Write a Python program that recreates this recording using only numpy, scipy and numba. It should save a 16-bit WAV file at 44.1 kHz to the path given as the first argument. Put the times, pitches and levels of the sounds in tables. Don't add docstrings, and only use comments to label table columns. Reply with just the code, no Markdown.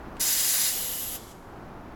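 import sys
import numpy as np
from scipy import signal
from scipy.fft import rfft, irfft
from scipy.io import wavfile
from scipy.ndimage import uniform_filter1d
from numba import njit

SR = 44100
rng = np.random.default_rng(int(sys.argv[2]) if len(sys.argv) > 2 else 0)


def dump(signal):
    limited = np.clip(np.atleast_2d(signal).T, -1, 1)
    pcm = np.round(limited * 32767).astype(np.int16)
    wavfile.write(sys.argv[1], SR, pcm)


N = 85995
TIME = np.arange(N) / SR


def undb(db):
    return 10 ** (np.asarray(db) / 20)


def unit(x):
    return x / np.sqrt(np.mean(x ** 2))


def walk(rate_hz):
    hold = max(int(SR / rate_hz), 1)
    steps = np.repeat(rng.standard_normal(N // hold + 1), hold)
    return unit(uniform_filter1d(uniform_filter1d(steps, hold), hold)[:N])


def colour(x, curve, peaks=()):
    bin_hz = np.fft.rfftfreq(len(x), 1 / SR)
    curve_hz, curve_db = np.array(curve).T
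    db = np.interp(np.log(bin_hz + 1), np.log(curve_hz), curve_db)
    for hz, width_hz, lift_db in peaks:
        db += lift_db / (1 + (2 * (bin_hz - hz) / width_hz) ** 2)
    return irfft(rfft(x) * undb(db), len(x))


def idling_train(rumble_db=-42, waver_db=1):
    # frequency in Hz, relative level in dB.
    rumble_spectrum = [(20, -1.5), (29, 8), (40, -2), (80, -0.5), (170, -1.5), (330, -.5), (480, -7),
                       (750, -4.5), (1100, -7.5), (1600, -14), (2200, -21), (3500, -30), (6000, -36),
                       (9700, -46), (10400, -39), (18000, -45.5)]
    # frequency in Hz, level in dB.
    harmonics = [(59.2, -56.5), (118.4, -63.5), (178, -59.5)]
    rumble = unit(colour(rng.standard_normal(N), rumble_spectrum))
    rumble *= undb(rumble_db + waver_db * walk(5.5))
    hum = np.zeros(N)
    for hz, db in harmonics:
        phase = 2 * np.pi * (hz * TIME + rng.random()) + 0.33 * walk(3.75)
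        hum += np.sqrt(2) * undb(db) * np.sin(phase)
    return rumble + hum


def valve_tick(start_s=.1678, decay_s=.0033, level_db=-42):
    # frequency in Hz, relative level in dB.
    spectrum = [(1000, 2), (3100, 3), (5200, -12), (7300, -11.5), (9500, -15), (13000, -28), (18000, -28)]
    age = TIME - start_s
    envelope = (age >= 0) * np.exp(-np.abs(age) / decay_s)
    return unit(colour(rng.standard_normal(N), spectrum)) * envelope * undb(level_db)


def turbulence(bands=8, flicker_db=.8, flicker_hz=60, flutter_db=.45, flutter_hz=55):
    bins = rfft(rng.standard_normal(N))
    band_of_bin = np.arange(len(bins)) * bands // len(bins)
    eddies = np.zeros(N)
    for band in range(bands):
        eddies += irfft(bins * (band_of_bin == band), N) * undb(flicker_db * walk(flicker_hz))
    return eddies * undb(flutter_db * walk(flutter_hz))


def airflow(opens_s, closes_s, attack_s, release_s, sag_db_per_s=0, swell_db=3.5, swell_s=.077):
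    age = np.maximum(TIME - opens_s, 0)
    opening = np.minimum(age / attack_s, 1)
    closing = np.exp(-np.maximum(TIME - closes_s, 0) / release_s)
    flow_db = -swell_db * np.exp(-age / swell_s) - sag_db_per_s * age
    return opening * closing * undb(flow_db)


def air_blast(level_db=-20):
    # frequency in Hz, relative level in dB.
    spectrum = [(300, -22.5), (800, -9), (1400, -9), (2200, -2.5), (2700, -8.5), (3200, -4), (4600, -.5),
                (6200, -1.5), (7300, 3), (8700, -3), (10000, -2), (10400, 4.5), (11500, 2.5), (13500, -1.5),
                (16000, -3.5), (18000, -7.5)]
    # centre in Hz, width in Hz, lift in dB.
    resonances = [(5135, 55, 8), (5912, 75, 9), (6645, 45, 10), (7080, 50, 4), (7530, 80, 6), (9490, 50, 5),
                  (10380, 140, 4), (11050, 120, 3)]
    jet = unit(colour(turbulence(), spectrum, resonances))
    flow = airflow(opens_s=.1945, closes_s=.687, attack_s=.019, release_s=.042)
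    return jet * flow * undb(level_db)


def draining_hiss(level_db=-23.5):
    # frequency in Hz, relative level in dB.
    spectrum = [(300, -6.5), (500, -5), (900, -5), (1500, -8.5), (2200, -4.5), (2700, -8), (3000, -1),
                (4500, -4.5), (7200, 1), (9000, -3), (9950, -5.5), (10400, 5), (12300, 6.5), (13100, -1.5),
                (15500, -3.5), (16800, 0), (18000, -3.5)]
    # centre in Hz, width in Hz, lift in dB.
    resonances = [(2960, 330, 5), (6980, 210, 3.9), (8030, 170, 4.3), (11560, 240, 4.5), (12600, 240, 6.6),
                  (16800, 300, 3)]
    jet = unit(colour(turbulence(), spectrum, resonances))
    flow = airflow(opens_s=.69, closes_s=1.16, attack_s=.031, release_s=.011, sag_db_per_s=18.4)
    return jet * flow * undb(level_db)


def moan(start_s=.72, length_s=.23, start_hz=488, rise=.04, level_db=-53):
    progress = np.clip((TIME - start_s) / length_s, 0, 1)
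    hz = start_hz * (1 + rise * progress + 0.0063 * walk(50))
    tone = np.sin(2 * np.pi * np.cumsum(hz) / SR)
    arch = np.sqrt(8 * progress * (1 - progress))
    return tone * arch * undb(level_db + 2 * walk(32))


def station(direct, bounces=24):
    # frequency in Hz, gain in dB.
    distant_tone = [(300, -2.5), (2500, -2), (4000, 3), (6500, -0.5), (9000, -2), (12000, -9.5),
                    (14500, -10), (18000, -17)]
    near_db, near_spread_s = -7, .014
    tail_db, tail_t60_s = -12, 1
    echo_db, echo_s, echo_smear_s = -13.5, .155, .012
    near = np.zeros(N)
    delays, strengths = rng.random((bounces, 2)).T
    near[(SR * near_spread_s * delays).astype(int) + 1] = strengths - .5
    tail = rng.standard_normal(N) * np.exp(-np.log(1000) * TIME / tail_t60_s)
    echo = rng.standard_normal(N) * (TIME > echo_s) * np.exp(-np.abs(TIME - echo_s) / echo_smear_s)
    far = undb(tail_db) * unit(tail) + undb(echo_db) * unit(echo)
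    from_near = signal.fftconvolve(direct, unit(near) / np.sqrt(N))[:N]
    from_far = signal.fftconvolve(direct, far / np.sqrt(N))[:N]
    return direct + undb(near_db) * from_near + colour(from_far, distant_tone)


def scene():
    brakes = air_blast() + draining_hiss() + valve_tick()
    return (station(brakes) + moan() + idling_train())[None]


@njit
def follow(x, attack, release):
    envelope, level = np.empty(len(x)), 0.
    for i in range(len(x)):
        level += (x[i] - level) * (attack if x[i] > level else release)
        envelope[i] = level
    return envelope


def record(dry):
    threshold_db, ratio, attack_s, release_s = -31.5, 1.41, .011, .39
    cutoff_hz = 18120
    loudness = follow(np.abs(dry[0]), 1 / (SR * attack_s), 1 / (SR * release_s))
    gain = np.maximum(loudness / undb(threshold_db), 1) ** (1 / ratio - 1)
    lowpass = signal.ellip(10, .2, 70, cutoff_hz, fs=SR, output="sos")
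    return signal.sosfilt(lowpass, dry * gain)


dry = scene()
out = record(dry)
dump(out)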